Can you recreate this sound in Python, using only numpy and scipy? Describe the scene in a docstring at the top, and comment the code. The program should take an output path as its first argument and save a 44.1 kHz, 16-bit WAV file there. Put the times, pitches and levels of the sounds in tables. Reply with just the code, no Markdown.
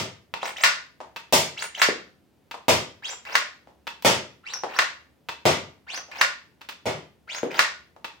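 """Spring-powered toy blaster in a small room

A blaster is fired and re-cocked about every 1.4 s in a small, quiet room. Each cycle: the trigger clicks,
the plunger pops a dart out, the slide is pulled back with a rising squeak, then runs forward and clacks home.
Hits are filtered noise bursts with ringing modes; squeaks are unsteady tones whose pitch follows slide speed.
The muzzle points at a wall, so the pops are heard mostly through the room; a faint rumble and hum lie below."""
import sys
import numpy as np
from scipy import signal
from scipy.fft import rfft, irfft
from scipy.io import wavfile
from scipy.ndimage import uniform_filter1d

SR = 44100
rng = np.random.default_rng(int(sys.argv[2]) if len(sys.argv) > 2 else 0)


def materialize(psi):
    """Save the field psi as 16-bit PCM at rate SR to the path in sys.argv[1].

    A 1-D psi becomes a single channel; in a 2-D psi each row is a channel.
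    """
    bounded = np.clip(np.atleast_2d(psi).T, -1, 1)
    quanta = np.round(bounded * 32767).astype(np.int16)
    wavfile.write(sys.argv[1], SR, quanta)


N = 361619  # samples in the scene
LEAD = SR // 5  # samples ahead of the scene, for sounds already under way when it starts
PRE = 32  # samples of room response ahead of the direct sound
# pitch follows speed over a fixed travel, so a push lasts this many cycles of its top pitch
PUSH_CYCLES = 645


def shot(db, rattle_db, tilt_db, pop_tilt_db, slam_s=.0042, slam_db=2, ring_db=-9):
    """Impulsive excitation: an air pulse pops and rings the tube; the spring rattles and the plunger slams."""
    # spectrum of the air pulse in barrel and plunger tube: [f/Hz, level/dB]
    pop_spectrum = [(25, -56), (55, -35.5), (85, -4.5), (150, -9.5), (200, -11.5), (300, -16), (390, -6),
                    (470, -9), (570, -2.5), (660, -3.5), (780, -7), (920, -4.5), (1300, -25.5), (3000, -42)]
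    # ringing of the plunger tube and spring: [f/Hz, level/dB, t60/s]
    tube_modes = [(160.6, -11.5, 0.33), (390.6, -8.5, 0.31), (523, 2, 0.033), (640, 4.5, 0.038),
                  (923, -7.5, 0.13), (2190, -11, .06), (2690, -10, 0.069), (3700, -13.5, 0.025)]
    # spectrum of the spring and plunger rattle: [f/Hz, level/dB]
    rattle_spectrum = [(200, -21), (700, -10), (1200, 7), (1700, 1), (2100, 5.5), (2500, 1.5), (3500, -1.5),
                       (4100, -6), (5200, -6), (8000, -16), (11500, -23), (15500, -17)]

    puff = contact(.008, -15.0)
    pop = unit(colour(puff, pop_spectrum, pop_tilt_db))
    pop = pop + from_db(ring_db) * ring(puff, tube_modes)
    slam = delayed(contact(0.032, 6.6), slam_s)
    rattle = contact(0.0038, 2.6) + from_db(slam_db) * slam
    rattle = colour(rattle, rattle_spectrum, tilt_db)
    return blow(pop, db) + blow(rattle, db + rattle_db)


def clack(db, tilt_db, ring_db=-10, bounce_s=0.004, bounce_db=-4):
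    """Impact with one rebound: the slide strikes the hollow shell, whose modes ring briefly."""
    # spectrum of the shell when the slide slams: [f/Hz, level/dB]
    shell_spectrum = [(25, -64.5), (70, -39), (300, -27), (480, -17), (600, -10.5), (740, -16),
                      (1100, -3.5), (1300, -9), (1800, -0.5), (2300, -7.5), (2800, -13), (4900, -16.5),
                      (7300, -26.5), (11000, -37.5), (15000, -32.5)]
    # ringing of the shell: [f/Hz, level/dB, t60/s]
    shell_modes = [(578, -9, 0.28), (1050, -27.5, .04), (1458, 10.5, 0.15), (1630, 2, 0.032),
                   (1900, -2.5, 0.047), (2773, 5.5, 0.067), (3740, -7.5, 0.026)]

    bounce = delayed(judder(), bounce_s * rng.uniform(.85, 1.15))
    hit = even(judder() + from_db(bounce_db) * bounce, width_bins=3)
    body = unit(colour(hit, shell_spectrum, tilt_db))
    return blow(body + from_db(ring_db) * ring(hit, shell_modes), db)


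def judder(rise_s=0.00056, decay_s=0.0034):
    """Random micro-impacts: a dense run of contacts as two plastic faces seat against each other."""
    t = seconds(1 / 8)
    return even(rng.standard_normal(len(t)) * (1 - np.exp(-t / rise_s)) * np.exp(-t / decay_s))


def pull(top_hz, squeak_db, whistle_db, rub_db):
    """Stick-slip at rising speed: the squeak climbs, then jumps to a short steady whistle of the seal."""
    travel_s = 580 / top_hz  # a fixed travel lasts this many cycles of the top pitch
    start_hz, reach = 1060, .88  # initial pitch; share of the top pitch at the end of the travel
    swell_db, loudest, ease_db = 15.5, .3, 4  # swell up to this share of the travel, then easing off
    whistle_s, attack_s, fade_db_per_s = .04, 0.0024, 650

    t = seconds(travel_s + whistle_s)
    pitch = np.interp(t, [0, travel_s], [start_hz, reach * top_hz])
    effort_db = np.interp(t / travel_s, [0, loudest, 1], [-swell_db, 0, -ease_db])
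    held_s = np.maximum(t - travel_s, 0)
    arrived = np.minimum(held_s / attack_s, 1)
    whistle = strand(np.full(len(t), 1. * top_hz), drift=0.02)
    whistle = whistle * from_db(whistle_db - fade_db_per_s * held_s)
    tone = (1 - arrived) * squeak(pitch, squeak_db + effort_db) + arrived * whistle
    rub = rails(len(t), top_hz, rub_db, swell_db=18)
    return (tone + rub) * signal.windows.tukey(len(t), .06)


def push(top_hz, squeak_db, rub_db):
    """Stick-slip at uneven speed: a chirp as the slide is nudged loose, a hesitation, a squeaking run home."""
    # course of a push: [share of its duration, share of top speed, squeak level/dB]
    course = [(0, .17, -6.5), (.1, .33, -1), (.2, .42, -3.5), (.38, 0.24, -11), (.58, .53, -8.5),
              (.74, .82, -1), (.86, 1, -1), (1, .94, -0.5)]

    t = seconds(PUSH_CYCLES / top_hz)
    share, speed, effort_db = np.transpose(course)
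    way = t / t[-1]
    pitch = top_hz * np.interp(way, share, speed)
    tone = squeak(pitch, squeak_db + np.interp(way, share, effort_db))
    rub = rails(len(t), top_hz, rub_db, swell_db=16.5)
    return (tone + rub) * signal.windows.tukey(len(t), .06)


def squeak(pitch, db, body_hz=2710, body_octaves=0.27, boost_db=4.5):
    """Resonant radiation: two patches of the seal squeak together, boosted near the shell's resonance."""
    body_db = boost_db / (1 + (np.log2(pitch / body_hz) / body_octaves) ** 2)
    return (strand(pitch) + strand(pitch)) / np.sqrt(2) * from_db(db + body_db)


def strand(pitch, jitter=.035, drift=.025, flutter_db=4, second_db=-12, third_db=-24):
    """Stick-slip oscillation of one patch of the seal: an unsteady tone with weak overtones."""
    n = len(pitch)
    unsteady = jitter * wobble(n, 2500) + drift * wobble(n, 300)
    pitch = pitch * (1 + np.sqrt(5000 / pitch) * unsteady)  # low pitches waver more
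    phase = 2 * np.pi * np.cumsum(pitch) / SR
    tone = 0
    for k, db in enumerate([0, second_db, third_db], 1):
        rolloff = 1 + (k * pitch / 9500) ** 8  # partials weaken steeply above 9500 Hz
        tone = tone + from_db(db) * np.sin(k * phase) / rolloff
    return tone * from_db(flutter_db * wobble(n, 400))


def rails(length, top_hz, rub_db, swell_db, grain_db=5):
    """Sliding friction: grainy noise as the rails rub harder and harder, and brighter on a fast stroke."""
    # spectrum of the rubbing rails: [f/Hz, level/dB]
    rail_spectrum = [(40, -53), (300, -9.5), (600, 2), (1200, 3.5), (2500, 0), (6000, -20), (8000, -26.5),
                     (11000, -36), (15000, -22)]

    grains = rng.standard_normal(length) * from_db(grain_db * wobble(length, 700))
    tilt_db = 0.5 + 3 * np.log2(top_hz / 7000)  # dB per octave; rises by 3 when the top speed doubles
    rub = unit(colour(grains, rail_spectrum, tilt_db)) * np.sqrt(length)
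    return rub * from_db(rub_db - swell_db * np.linspace(1, 0, length) ** 2)


def trigger(db, gap_s, second_db, tilt_db, ring_db=-5):
    """Double impact: two small contacts in quick succession set the light parts ringing."""
    # spectrum of the trigger parts: [f/Hz, level/dB]
    catch_spectrum = [(25, -49), (100, -29.5), (400, -10.5), (720, -11), (930, 6), (1250, -0.5),
                      (2000, -6.5), (2700, -5.5), (4500, -13), (7000, -25.5), (11000, -35), (14500, -26.5)]
    # ringing of the trigger parts: [f/Hz, level/dB, t60/s]
    catch_modes = [(955, 6, 0.027), (2020, -11, .03), (2646, -3.5, 0.04), (3470, -13, 0.1)]

    first = contact(0.00095, 6.2)
    second = delayed(contact(0.0027, 4.8), gap_s)
    hit = even(first + from_db(second_db) * second, width_bins=9)
    click = unit(colour(hit, catch_spectrum, tilt_db)) + from_db(ring_db) * ring(hit, catch_modes)
    return blow(click, db) * np.hypot(1, from_db(second_db))  # the energies of both steps add


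def knock(db, body_hz):
    """Damped impact: a padded blow, dull above its body resonance."""
    # spectrum of a padded knock: [multiple of the body frequency, level/dB]
    knock_spectrum = [(.05, -38.5), (.15, -24), (.4, -9), (.8, 1), (1.15, 2), (1.8, -10), (3.5, -19),
                      (8, -29), (16, -48)]

    points = [(ratio * body_hz, level) for ratio, level in knock_spectrum]
    return blow(colour(contact(0.001, -10.5), points), db)


def contact(decay_s, chatter_db):
    """Impulse plus decaying noise: one sharp contact, then the dying chatter of loose parts."""
    t = seconds(1 / 8)
    x = from_db(chatter_db) * unit(rng.standard_normal(len(t)) * np.exp(-t / decay_s))
    x[0] += 1
    return even(x)


def ring(hit, modes):
    """Modal synthesis: exponentially damped sines set ringing by a hit, at unit energy."""
    t = np.arange(len(hit)) / SR
    tones = 0
    for hz, db, t60 in modes:
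        decay = np.exp(-np.log(1000) * t / t60)
        tones = tones + from_db(db) * np.sin(2 * np.pi * hz * t) * decay
    return unit(signal.fftconvolve(hit, tones)[:len(t)])


def blow(x, db):
    """Energy scaling: a hit gets the energy of 10 ms at the given level."""
    return unit(x) * from_db(db) * np.sqrt(SR / 100)


def delayed(x, s):
    """Time shift: the same sound s seconds later, cut to the same length."""
    return np.concatenate([np.zeros(int(s * SR)), x])[:len(x)]


def from_db(db):
    """Logarithmic level: decibels to amplitude gain."""
    return 10 ** (np.asarray(db) / 20)


def unit(x):
    """Energy normalisation: scale to a mean energy of one per channel."""
    return x / np.sqrt(np.mean(np.sum(x ** 2, axis=-1)))


def seconds(length):
    """Sampled time: the time axis in seconds."""
    return np.arange(int(length * SR)) / SR


def wobble(length, rate_hz):
    """Low-passed noise: smooth random variation with a standard deviation of one."""
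    width = max(int(SR / rate_hz), 1)
    x = uniform_filter1d(uniform_filter1d(rng.standard_normal(length), width), width)
    return x / x.std()


def colour(x, points, tilt_db=0, size=4096):
    """Minimum-phase filtering through (f/Hz, level/dB) points, tilted in dB per octave."""
    hz, db = np.transpose(points)
    octave = np.log2(np.maximum(np.arange(size // 2 + 1), 1) * SR / size)
    gain = from_db(np.interp(octave, np.log2(hz), db) + tilt_db * octave)
    # folding the cepstrum onto positive times makes the filter causal
    cepstrum = irfft(np.log(gain))
    cepstrum[1:size // 2] *= 2
    cepstrum[size // 2 + 1:] = 0
    response = irfft(np.exp(rfft(cepstrum)))
    return signal.fftconvolve(x, response)[:len(x)]


def even(x, width_bins=5, size=4096):
    """Spectral whitening: level out the spectrum of a burst while it keeps its scatter in time."""
    power = uniform_filter1d(np.abs(rfft(x, size)) ** 2, width_bins) + 1e-12
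    inverse = np.column_stack([np.fft.rfftfreq(size, 1 / SR), -10 * np.log10(power)])
    return unit(colour(x, inverse[1:]))  # without 0 Hz


def near_sound(length, scatter_s=0.00064, scatter_db=4):
    """Early reflection: the direct sound and its scattered echoes from uneven surfaces close by."""
    # near surfaces: [delay to the left t/s, delay to the right t/s, level/dB]
    echoes = [(.0013, .0011, 3), (.0041, .0038, -2), (.0066, .0064, -10), (0.0165, .0153, -22.5),
              (0.0355, .0328, -11.5)]

    near = np.zeros((2, length))
    near[:, 1] = 1  # direct sound
    t = seconds(1 / 100)
    for *delays, db in echoes:
        for ear, s in enumerate(delays):
            echo = from_db(scatter_db) * unit(rng.standard_normal(len(t)) * np.exp(-t / scatter_s))
            echo[0] += 1
            start = int(s * SR)
            near[ear, start:start + len(t)] += from_db(db) * unit(echo)
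    return np.array([even(ear, width_bins=9) for ear in near])


def build_room(build_s=0.0059, alike_hz=620, left_db=3.5):
    """Diffuse-field reverberation: stereo near response and a tail decaying at its own rate in each band."""
    # the room's diffuse tail: [f/Hz, t60/s, level/dB]
    bands = [(80.5, .5, -7.5), (203, 0.45, 0), (620, 0.35, -1), (1560, 0.37, -2), (4460, 0.36, 2.5),
             (7560, 0.31, 5.5), (9200, 0.24, 5.5), (15100, 0.17, -2)]

    t = seconds(2 / 3)
    hz = np.maximum(np.fft.rfftfreq(len(t), 1 / SR), 1)
    # long waves reach both ports alike, a little stronger on the left
    alike = 1 / (1 + (hz / alike_hz) ** 2)
    sides = np.array([[1], [-1]])
    lean = from_db(sides * left_db * alike / 2)
    mid, side = rfft(rng.standard_normal((2, len(t))))
    field = lean * (mid * np.sqrt(1 + alike) + sides * side * np.sqrt(1 - alike))

    centres, tail = np.log([row[0] for row in bands]), 0
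    for pick, (_, t60, db) in zip(np.eye(len(bands)), bands):
        crossfade = np.interp(np.log(hz), centres, pick)
        band = irfft(field * crossfade, len(t))
        tail = tail + from_db(db) * band * np.exp(-np.log(1000) * t / t60)
    tail = tail * (1 - np.exp(-(t / build_s) ** 2))

    # the lean is a zero-phase filter and needs some room ahead of the direct sound
    early = np.roll(near_sound(len(t)), PRE, axis=1)
    near = irfft(rfft(early) * lean, len(t))
    return unit(near), unit(tail)


def add(out, s, x, rooms, room_db):
    """Convolution and superposition: sound x at time s, in the room response drawn for that stretch of time."""
    near, tail = rooms[int(s * SR / N * len(rooms))]
    heard = signal.fftconvolve(x[None], near + from_db(room_db) * tail, axes=1)
    start = max(int(s * SR) + LEAD - PRE, 0)
    out[:, start:start + heard.shape[1]] += heard[:, :out.shape[1] - start]


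def background(floor_db=-63.5, side_db=-6, hum_hz=75, hum_db=-72, waver=0.039):
    """Stationary noise: faint room rumble with a trace of hiss, and a frequency-modulated low hum."""
    # spectrum of the steady background: [f/Hz, level/dB]
    floor_spectrum = [(25, -38.5), (50, -15.5), (64, 0), (75, -0.5), (90, -5), (120, -4.5), (175, -3.5),
                      (300, -5), (600, -12.5), (1200, -21.5), (3000, -25.5), (8000, -34.5), (15000, -34.5)]

    mid, side = (unit(colour(rng.standard_normal(N), floor_spectrum)) * np.sqrt(N) for _ in range(2))
    noise = mid + from_db(side_db) * side * np.array([[1], [-1]])
    hum_pitch = hum_hz * (1 + waver * wobble(N, 5))
    hum = np.sin(2 * np.pi * np.cumsum(hum_pitch) / SR)
    return from_db(floor_db) * noise + from_db(hum_db) * hum


def scene():
    """Superposition of shots and cocking strokes; twelve random room responses take turns along the scene."""
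    # plunger released: [t/s, pop level/dB, rattle re pop/dB, rattle tilt/(dB per octave), room level/dB,
    # pop tilt/(dB per octave)]
    shots = [(-.075, -16.5, -0.5, 2, 2.5, -2), (1.3253, -21, 1.5, 4.5, 11, 1.5),
             (2.6829, -16.5, -2, 2, 7.5, -0.5), (4.048, -17.5, -1.5, 1.5, 10, 0.5),
             (5.4542, -16.5, -3, 0, 7.5, -.5), (6.856, -31.5, -6, -1, 15.5, -0.5)]
    # slide runs forward and hits its front stop: [t/s of the hit, level/dB, tilt/(dB per octave),
    # room level/dB, pitch at top speed f/Hz, squeak level/dB, rub level/dB]
    clacks = [(0.6361, -11.5, 1.5, 3.5, 8650, -32, -33.5), (1.8165, -12, 1, 3.5, 8860, -34, -33.5),
              (3.3525, -12, 0.5, -2, 6370, -40, -33.5), (4.7879, -12, 0, -1, 6070, -39, -34.5),
              (6.2117, -11, 0.5, -1.5, 6370, -40, -36), (7.5912, -11, 0.5, 0, 7000, -39, -30.5)]
    # slide is pulled back: [t/s, pitch at top speed f/Hz, squeak level/dB, whistle level/dB, rub level/dB]
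    pulls = [(.402, 8670, -38.5, -38, -35.5), (1.564, 9100, -33.5, -29, -36), (3.02, 7180, -35, -29, -38),
             (4.432, 5645, -40.5, -23.5, -43.5), (5.865, 6234, -36, -31, -39),
             (7.273, 6640, -37, -29.5, -38)]
    # trigger and catch take up their play in two steps: [t/s, level/dB, gap t/s, second step re first/dB,
    # tilt/(dB per octave)]
    triggers = [(0.339, -26, 0.0033, -12.5, -0.5), (1.1615, -35.5, 0.0048, 2.5, 1),
                (2.5113, -39.5, 0.0025, 5, 1), (3.8697, -34, 0.0053, 5, 0.5), (4.024, -39, 0.0025, -4, 6.5),
                (5.287, -31.5, 0.0042, 4, 0.5), (6.610, -51.5, 0.0048, 10, 1), (6.6886, -36, 0.0041, 3, 2),
                (8.0444, -34, 0.0035, 2.5, 0.5)]
    # slide snags on its rails: [t/s, level/dB]
    snags = [(0.455, -30), (.479, -37), (.492, -36.5), (1.622, -28), (1.640, -31), (3.092, -41),
             (3.121, -44), (3.251, -41.5), (4.535, -33.5), (5.943, -34), (5.974, -32.5), (6.114, -41.5),
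             (7.347, -32.5), (7.382, -34.5)]
    # dull knocks of hands and loose plastic: [t/s, level/dB, body f/Hz, room level/dB]
    knocks = [(0.4306, -25, 900, -0.5), (1.004, -36.5, 795, 2.5), (1.012, -41.5, 900, -4),
              (1.8863, -20.5, 452, -3), (2.5426, -35, 900, -0.5), (2.551, -40, 886, -11.5),
              (3.673, -49.5, 704, 3.5), (4.6357, -25.5, 732, 1), (4.6437, -31, 747, -9.5),
              (6.083, -56, 700, 13), (7.4313, -21.5, 430, 1.5), (7.964, -48, 787, -0.5)]

    rooms = [build_room() for _ in range(12)]  # each serves one twelfth of the scene
    out = np.zeros((2, LEAD + N))
    for s, db, rattle_db, tilt_db, room_db, pop_tilt_db in shots:
        add(out, s, shot(db, rattle_db, tilt_db, pop_tilt_db), rooms, room_db)
    for s, db, tilt_db, room_db, top_hz, squeak_db, rub_db in clacks:
        add(out, s - PUSH_CYCLES / top_hz, push(top_hz, squeak_db, rub_db), rooms, room_db=-6.0)
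        add(out, s, clack(db, tilt_db), rooms, room_db)
    for s, top_hz, squeak_db, whistle_db, rub_db in pulls:
        add(out, s, pull(top_hz, squeak_db, whistle_db, rub_db), rooms, room_db=-3.5)
    for s, db, gap_s, second_db, tilt_db in triggers:
        add(out, s, trigger(db, gap_s, second_db, tilt_db), rooms, room_db=-3.0)
    for s, db in snags:
        add(out, s, clack(db, tilt_db=1.0), rooms, room_db=-8.5)
    for s, db, body_hz, room_db in knocks:
        add(out, s, knock(db, body_hz), rooms, room_db)
    return out[:, LEAD:] + background()


def record(dry, low_cut_hz=52, top_hz=16000):
    """Band limiting: the small microphone loses the deepest bass; the recorder clips and cuts the top."""
    high_pass = signal.butter(2, low_cut_hz, "high", fs=SR, output="sos")
    low_pass = signal.ellip(8, .2, 70, top_hz, fs=SR, output="sos")
    thin = signal.sosfilt(high_pass, dry)
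    return signal.sosfilt(low_pass, np.clip(thin, -1, 1))


dry = scene()
out = record(dry)
materialize(out)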